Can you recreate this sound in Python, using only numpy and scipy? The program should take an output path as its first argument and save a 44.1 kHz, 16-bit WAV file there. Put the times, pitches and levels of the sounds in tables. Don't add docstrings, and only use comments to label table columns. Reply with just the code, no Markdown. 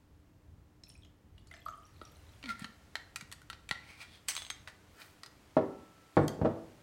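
import sys
import numpy as np
from scipy import signal
from scipy.fft import rfft, irfft
from scipy.io import wavfile
from scipy.ndimage import uniform_filter1d

SR = 44100
rng = np.random.default_rng(int(sys.argv[2]) if len(sys.argv) > 2 else 0)


def wav_out(sig):
    wavfile.write(sys.argv[1], SR, np.round(np.clip(np.atleast_2d(sig).T, -1, 1) * 32767).astype(np.int16))


N = 301070
TIME = np.arange(N) / SR
RING_TIME = np.arange(SR // 2) / SR
HZ = np.maximum(np.fft.rfftfreq(4096, 1 / SR), 1)


def amp(db):
    return 10 ** (np.asarray(db) / 20)


def unit_rms(x):
    return x / np.sqrt(np.mean(x ** 2) + 1e-20)


def peak_rms(x):
    return np.sqrt(uniform_filter1d(x ** 2, 176).max() + 1e-20)


def unit_peak(x):
    return x / peak_rms(x)


def add(mix, start_s, sound):
    part = mix[max(round(start_s * SR), 0):][:len(sound)]
    part += sound[:len(part)]


def curve(points, hz=HZ):
    point_hz, value = np.transpose(points)
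    return np.interp(np.log(hz + 1), np.log(point_hz + 1), value)


def hump(hz, height_db, octaves=.12):
    return height_db / (1 + (np.log2(HZ / hz) / octaves) ** 2)


def colour(x, gain_db):
    log_gain = np.log(amp(np.maximum(gain_db, gain_db.max() - 100)))
    mirrored = np.concatenate([log_gain, log_gain[-2:0:-1]])
    taps = np.fft.ifft(np.exp(np.conj(signal.hilbert(mirrored)))).real
    return signal.oaconvolve(x, taps)[:len(x)]


def noise(spectrum):
    gain = amp(curve(spectrum, np.fft.rfftfreq(N, 1 / SR)))
    return unit_rms(irfft(rfft(rng.standard_normal(N)) * gain, N))


def ring(modes, spread_db):
    hz, db, t60_s = np.transpose(modes)[:, :, None]
    weight = amp(db + spread_db * rng.standard_normal(db.shape)) * rng.choice([-1, 1], db.shape)
    return (weight * amp(-60 * RING_TIME / t60_s) * np.sin(2 * np.pi * hz * RING_TIME)).sum(0)


def crack(fall_s, scatter):
    shudder = rng.standard_normal(len(RING_TIME)) * np.exp(-RING_TIME / fall_s)
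    return signal.unit_impulse(len(RING_TIME)) + scatter * shudder / np.linalg.norm(shudder)


def blips(rows, glide):
    out = np.zeros(N)
    for start_s, hz, db, swell_s in rows:
        age = RING_TIME / swell_s
        turns = np.cumsum(hz * (1 + glide * (np.tanh(age) - .5))) / SR
        swell = age * np.exp(-age ** 2 / 2)
        add(out, start_s, amp(db) * swell / swell.max() * np.sin(2 * np.pi * turns))
    return out


# frequency in Hz, relative density in dB.
RUMBLE_SPECTRUM = [(12, -39), (20, -17.5), (81, -0.5), (142, -10), (301, -18), (590, -27.5), (1030, -31.5),
                   (2020, -40), (2320, -82), (2820, -73), (16000, -48.5)]
HISS_SPECTRUM = [(150, -27), (400, 7), (1000, 2.5), (2000, 1), (4000, -4.5), (7500, -8), (10000, -12),
                 (15000, -16.5)]
# time in seconds, gain in dB.
BASS_DRIFT = [(0, -3), (.9, 1.6), (4.5, -2.5), (5.3, -7), (6.83, -5.5)]
HISS_DRIFT = [(0, -76), (1.3, -76.5), (2.25, -65), (3.6, -69.5), (4.8, -66.5), (6.83, -65)]

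def background(rumble_db=-60.5, waver_db=3, bass_hz=170, hum_hz=299, hum_db=-72):
    knots_s = np.arange(0, N / SR + 1, 0.1)
    lumps_db = waver_db * np.interp(TIME, knots_s, rng.standard_normal(len(knots_s)))
    bass_gain = amp(lumps_db + np.interp(TIME, *np.transpose(BASS_DRIFT)))
    steady = noise(RUMBLE_SPECTRUM)
    bass = signal.sosfiltfilt(signal.butter(2, bass_hz, fs=SR, output="sos"), steady)
    rumble = amp(rumble_db) * (steady - bass + bass_gain * bass)
    hum = amp(hum_db) * np.sin(2 * np.pi * hum_hz * TIME)
    hiss = amp(np.interp(TIME, *np.transpose(HISS_DRIFT))) * noise(HISS_SPECTRUM)
    return rumble + hum + hiss


# frequency in Hz, gain in dB.
TICK_SPECTRUM = [(100, -33), (300, -6), (700, 0.5), (1300, 3.5), (2200, 0), (4200, 2.5), (5500, -4.5),
                 (8200, -2), (11000, -8.5), (15500, -20)]
# start in seconds, bubble pitch in Hz, bubble level in dB, splash level in dB.
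BEAKER_DROPS = [(.836, 5340, -45.5, -58), (0.836, 4080, -53, -62), (.891, 9420, -49, -68),
                (.900, 5400, -50.5, -55), (1.033, 3240, -53.5, -69), (1.049, 2980, -55, -61),
                (1.38, 2910, -56.5, -61), (1.471, 6760, -72, -61), (1.513, 2050, -42, -52.5),
                (1.539, 1820, -53, -48.5), (1.565, 2060, -63, -56), (1.656, 11800, -53, -65),
                (1.662, 1201, -31, -51), (1.684, 1260, -33.5, -50), (1.695, 6360, -54.5, -75),
                (1.852, 5670, -56.5, -76), (2.014, 1260, -44.5, -58), (2.051, 5640, -49.5, -60)]

def drops(swell_1khz_s=0.004, swell_law=0.43, air_hz=672, air_swell_s=0.0062, air_db_per_octave=-8):
    splashes = np.zeros(N)
    bubbles, beaker_air = [], []
    for start_s, hz, bubble_db, splash_db in BEAKER_DROPS:
        wet_db = curve(TICK_SPECTRUM) + hump(hz, height_db=17, octaves=0.94)
        slap = colour(crack(fall_s=0.0045, scatter=2.2), wet_db)
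        add(splashes, start_s, amp(splash_db) * unit_peak(slap))
        bubbles.append((start_s, hz, bubble_db, swell_1khz_s * (1000 / hz) ** swell_law))
        air_db = splash_db + 5 + air_db_per_octave * np.log2(hz / air_hz)
        beaker_air.append((start_s, air_hz, air_db, air_swell_s))
    return splashes + blips(bubbles + beaker_air, glide=0.021)


def spray(delay_s=.022, low_hz=2600, high_hz=12500, relative_db=-7, swell_cycles=8, count=3):
    bubbles = []
    for start_s, _, _, splash_db in BEAKER_DROPS:
        wait, size = rng.random((count, 2)).T
        times_s = start_s - delay_s * np.log(1 - wait)
        hz = low_hz * (high_hz / low_hz) ** size
        bubbles += zip(times_s, hz, np.full(count, splash_db + relative_db), swell_cycles / hz)
    return blips(bubbles, glide=0.13)


# start and end in seconds, bubbles per second, minimum bubble level in dB.
POUR_STREAMS = [(0.843, 1.095, 60, -66.5), (1.469, 1.878, 200, -72.5), (1.909, 2.408, 83, -67)]

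def fizz(low_hz=2300, high_hz=14500, swell_cycles=6, spread_db=4):
    bubbles = []
    for start_s, end_s, per_s, floor_db in POUR_STREAMS:
        length_s = end_s - start_s
        count = max(int(per_s * length_s), 1)
        when, size, strength = rng.random((count, 3)).T
        hz = low_hz * (high_hz / low_hz) ** size
        db = floor_db + spread_db * np.minimum(-np.log(1 - strength), 3)
        bubbles += zip(start_s + when * length_s, hz, db, swell_cycles / hz)
    return blips(bubbles, glide=0.2)


def glass_contacts(rows, modes, ring_db, fall_s, scatter, hump_db, cavity_db):
    out = np.zeros(N)
    for start_s, db, hardness_db, hz in rows:
        direct = crack(fall_s, scatter)
        blow = direct.copy()
        add(blow, .0013, 0.053 * direct)
        shelves = [(600, -14 - hardness_db), (1100, 0), (4500, 0), (8500, hardness_db)]
        tick = unit_peak(colour(blow, curve(TICK_SPECTRUM) + curve(shelves) + hump(hz, hump_db)))
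        cap_cavity = (hz, cavity_db, 0.028)
        vessel = ring(modes + [cap_cavity], spread_db=3)
        add(out, start_s, amp(db) * unit_peak(tick + amp(ring_db) * vessel))
        rebound_s = .012 * rng.uniform(.8, 1.2)
        add(out, start_s + rebound_s, amp(db - 15) * tick)
    return out


# frequency in Hz, relative level in dB, t60 in seconds.
BOTTLE_MODES = [(1372, -19, 0.16), (1907, -9, 0.059), (2090, -23, 0.06), (2700, -34, 0.26),
                (3166, -9.5, 0.025), (4340, -20.5, 0.086), (4770, -27.5, 0.04), (5740, -41, 0.36)]
# start in seconds, level in dB, hardness in dB, main pitch in Hz.
NECK_CLICKS = [(2.0145, -46.5, -29, 1370), (2.4282, -47, -15, 2700), (2.4395, -41.5, -16, 2250),
               (2.458, -41.5, -13, 2240), (2.4909, -36.5, -9, 2070), (2.595, -48, 10, 1360),
               (2.6442, -36.5, -11.5, 1820), (2.9548, -29, -10.5, 1937), (3.1598, -33, 4, 2470),
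               (3.2102, -41, 0.5, 2300), (3.3159, -46, 7, 3470), (3.3247, -40, 1.5, 1840),
               (3.4177, -53.5, 4, 1470), (3.5005, -36.5, -5, 1370), (3.530, -43.5, -14.5, 1396),
               (3.6908, -38.5, -4, 2410), (3.7112, -25, -8.5, 1927), (4.6749, -40.5, -14, 1840),
               (5.0178, -46, -12, 2350), (5.2338, -41, -5.5, 4810), (5.2617, -46.5, -4, 4900)]

def clicks():
    return glass_contacts(NECK_CLICKS, BOTTLE_MODES, ring_db=0, fall_s=0.0037, scatter=2.1,
                          hump_db=8.5, cavity_db=-1)


# start in seconds, pitch in Hz, peak level in dB.
CAP_POPS = [(2.015, 340, -43.5), (2.617, 203, -36.5), (2.644, 230, -42), (3.222, 179, -46.5),
            (3.71, 173, -42)]

def pops(swell_cycles=1.08):
    return blips([(start_s, hz, db, swell_cycles / hz) for start_s, hz, db in CAP_POPS], glide=-0.12)


# open and covered pitch in Hz, peak level in dB,
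# then time to peak, rise and fall in seconds.
NECK_MODES = [(289, 194, -43.5, 0.059, 0.11, 0.014), (1475, 1368, -30, 0.072, 0.012, 0.013)]

def neck_air(start_s=2.438, close_s=0.079, attack_s=0.0037):
    out = np.zeros(N)
    covered = np.minimum(RING_TIME / close_s, 1)
    attack = np.minimum(RING_TIME / attack_s, 1)
    for open_hz, covered_hz, db, peak_s, rise_s, fall_s in NECK_MODES:
        hz = open_hz + (covered_hz - open_hz) * covered
        swell = np.exp(np.minimum((RING_TIME - peak_s) / rise_s, (peak_s - RING_TIME) / fall_s))
        add(out, start_s, amp(db) * attack * swell * np.sin(2 * np.pi * np.cumsum(hz) / SR))
    return out


# frequency in Hz, relative level in dB, t60 in seconds.
GLASS_MODES = [(1973, -14, 0.053), (3220, -5, 0.048), (5360, -19, 0.043), (6380, -6, 0.074),
               (7800, -27, 0.1), (8240, -11.5, 0.058), (15100, -59, .08)]
# frequency in Hz, gain in dB.
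RUB_SPECTRUM = [(200, -20), (700, 0.5), (1300, 5), (2300, 7), (3300, 2), (4500, 6), (6800, -6.5),
                (8200, -1.5), (10500, -6), (13000, -16.5), (15000, -9)]
# peak time in seconds, level in dB, rise and fall in seconds, main pitch in Hz.
RUB_STROKES = [(2.505, -44, 0.024, 0.019, 2100), (2.624, -49.5, 0.03, 0.022, 1930),
               (3.91, -55, 0.057, 0.053, 2330), (4.019, -45.5, .024, .022, 2400),
               (4.15, -58.5, 0.065, .029, 3430), (4.286, -31.5, 0.0019, 0.025, 7950),
               (4.37, -49.5, 0.021, 0.065, 7840), (4.677, -45, 0.0016, 0.015, 1880),
               (5.012, -55, 0.032, 0.043, 1400), (5.015, -60, 0.048, .08, 13400),
               (6.234, -62.5, 0.057, .025, 7800)]

def rubs(slips_per_s=5000, grain_db=4, ring_db=-12, flat_hz=4000, lead_s=.5):
    out = np.zeros(N)
    t = np.arange(SR) / SR - lead_s
    for peak_s, db, rise_s, fall_s, hz in RUB_STROKES:
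        tilt_db_per_octave = 1.6 * np.log2(hz / flat_hz)
        resonance_db = hump(hz, height_db=11, octaves=0.13)
        tone_db = curve(RUB_SPECTRUM) + tilt_db_per_octave * np.log2(HZ) + resonance_db
        stroke = np.exp(np.minimum(t / rise_s, -t / fall_s))
        sizes = rng.choice([-1, 1], SR) * amp(grain_db * np.minimum(rng.exponential(1, SR), 4))
        slips = sizes * (rng.random(SR) < slips_per_s / SR)
        scrape = stroke * unit_rms(colour(slips, tone_db))
        singing = unit_rms(signal.oaconvolve(scrape, ring(GLASS_MODES, spread_db=1))[:SR])
        add(out, peak_s - lead_s, amp(db) * (scrape + amp(ring_db) * scrape.std() * singing))
    return out


# start in seconds, level in dB, hardness in dB, main pitch in Hz.
GLASS_SNAPS = [(4.285, -29.5, 5.5, 14800), (4.3521, -36.5, 1, 7700), (4.3656, -31, -4.5, 3380),
               (4.5013, -33.5, -2, 3930), (4.504, -33, -4.5, 2020), (6.280, -38.5, 6, 12700),
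               (6.282, -35.5, 0, 5100)]

def snaps(stutter_s=4.3774, gap_s=.0428, quicken_s=.0133, first_db=-37, hardness_db=-9, hz=3450):
    stutter = []
    for k in range(4):
        start_s = stutter_s + gap_s * k - quicken_s * k * (k - 1) / 2
        stutter.append((start_s, first_db - 3 * k, hardness_db, hz))
    return glass_contacts(GLASS_SNAPS + stutter, GLASS_MODES, ring_db=-4, fall_s=0.0017, scatter=1.25,
                          hump_db=10, cavity_db=-12)


# start in seconds, pitch in Hz, peak level in dB, swell time in seconds.
SKID_SQUEAKS = [(4.287, 6000, -38, 0.012), (4.36, 3470, -47, 0.029), (4.503, 6370, -47, 0.0058)]

def squeaks():
    return blips(SKID_SQUEAKS, glide=-0.012)


# frequency in Hz, relative level in dB, t60 in seconds.
BENCH_MODES = [(98, -1.5, 0.29), (122.6, -10, 0.21), (149.5, -6.5, 0.43), (212, -13, 0.2),
               (250.5, -16, 0.46), (283.6, -17, 0.4), (330, -10, 0.48), (390, -8, 0.42), (439, -18.5, 0.46),
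               (484.6, -6, 0.32), (506, -26, 0.53), (634.7, 0.5, 0.13), (675, -44, 0.28), (790, 1.5, 0.1),
               (860, -29, 0.16), (978, -38, 0.27), (1107, -36, .22), (1152, -16, 0.2)]
# frequency in Hz, gain in dB.
KNOCK_SPECTRUM = [(40, 8.5), (90, 5.5), (300, 2.5), (700, -1), (1400, 1.5), (2200, 1.5), (4000, 6.5),
                  (8000, 6.5), (16000, 10)]
# start in seconds, level in dB, low cutoff in Hz.
BOTTLE_LANDINGS = [(5.5677, -17, 177), (6.169, -16, 88), (6.225, -29.5, 200), (6.391, -35.5, 170),
                   (6.415, -24, 97), (6.4485, -20, 179)]

def thuds(ring_db=-6, full_blow_hz=1305, contact_law=0.31, far_edge_s=.0066, far_edge_db=-6):
    knocks, booms = np.zeros((2, N))
    for start_s, db, low_hz in BOTTLE_LANDINGS:
        high_hz = full_blow_hz * amp(db) ** contact_law
        band_db = -10 * np.log10((1 + (low_hz / HZ) ** 6) * (1 + (HZ / high_hz) ** 6))
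        for edge_s, edge_db in ((start_s, db), (start_s + far_edge_s, db + far_edge_db)):
            knock = unit_peak(colour(crack(fall_s=0.014, scatter=2), band_db + curve(KNOCK_SPECTRUM)))
            boom = amp(ring_db) * colour(ring(BENCH_MODES, spread_db=3), band_db)
            gain = amp(edge_db) / peak_rms(knock + boom)
            add(knocks, edge_s, gain * knock)
            add(booms, edge_s, gain * boom)
    return knocks, booms


def glassware(start_s=5.568, hz=1326, db=-57, t60_s=2.7):
    age_s = np.maximum(TIME - start_s, 0)
    return amp(db - 60 * age_s / t60_s) * np.sin(2 * np.pi * hz * age_s)


# frequency in Hz, t60 in seconds.
ROOM_DECAY = [(100, 0.64), (300, 0.56), (1000, 0.6), (2500, 0.43), (6000, 0.4), (15000, 0.22)]

def room(x, build_s=0.002):
    t = np.arange(SR) / SR
    build = 1 - np.exp(-(t / build_s) ** 2)
    reflections = rng.choice([-1., 1.], SR) * (rng.random(SR) < 0.1) * build
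    hz, frame_s, spectra = signal.stft(reflections, SR, nperseg=256)
    decay = amp(-60 * frame_s / curve(ROOM_DECAY, hz)[:, None])
    tail = signal.istft(spectra * decay, SR, nperseg=256)[1]
    return signal.oaconvolve(x, tail / np.linalg.norm(tail))[:N]


def scene():
    pouring = drops() + spray() + fizz()
    caps = clicks() + snaps() + rubs() + squeaks() + neck_air() + pops()
    knocks, booms = thuds()
    echoes = room(amp(-6.5) * pouring + amp(-11) * caps + amp(-7.5) * knocks)
    return (pouring + caps + knocks + booms + glassware() + echoes + background())[None]


def record(dry):
    taps = signal.firwin(511, 16200, window=("kaiser", 9), fs=SR)
    return signal.oaconvolve(dry, taps[None], "same")


dry = scene()
out = record(dry)
wav_out(out)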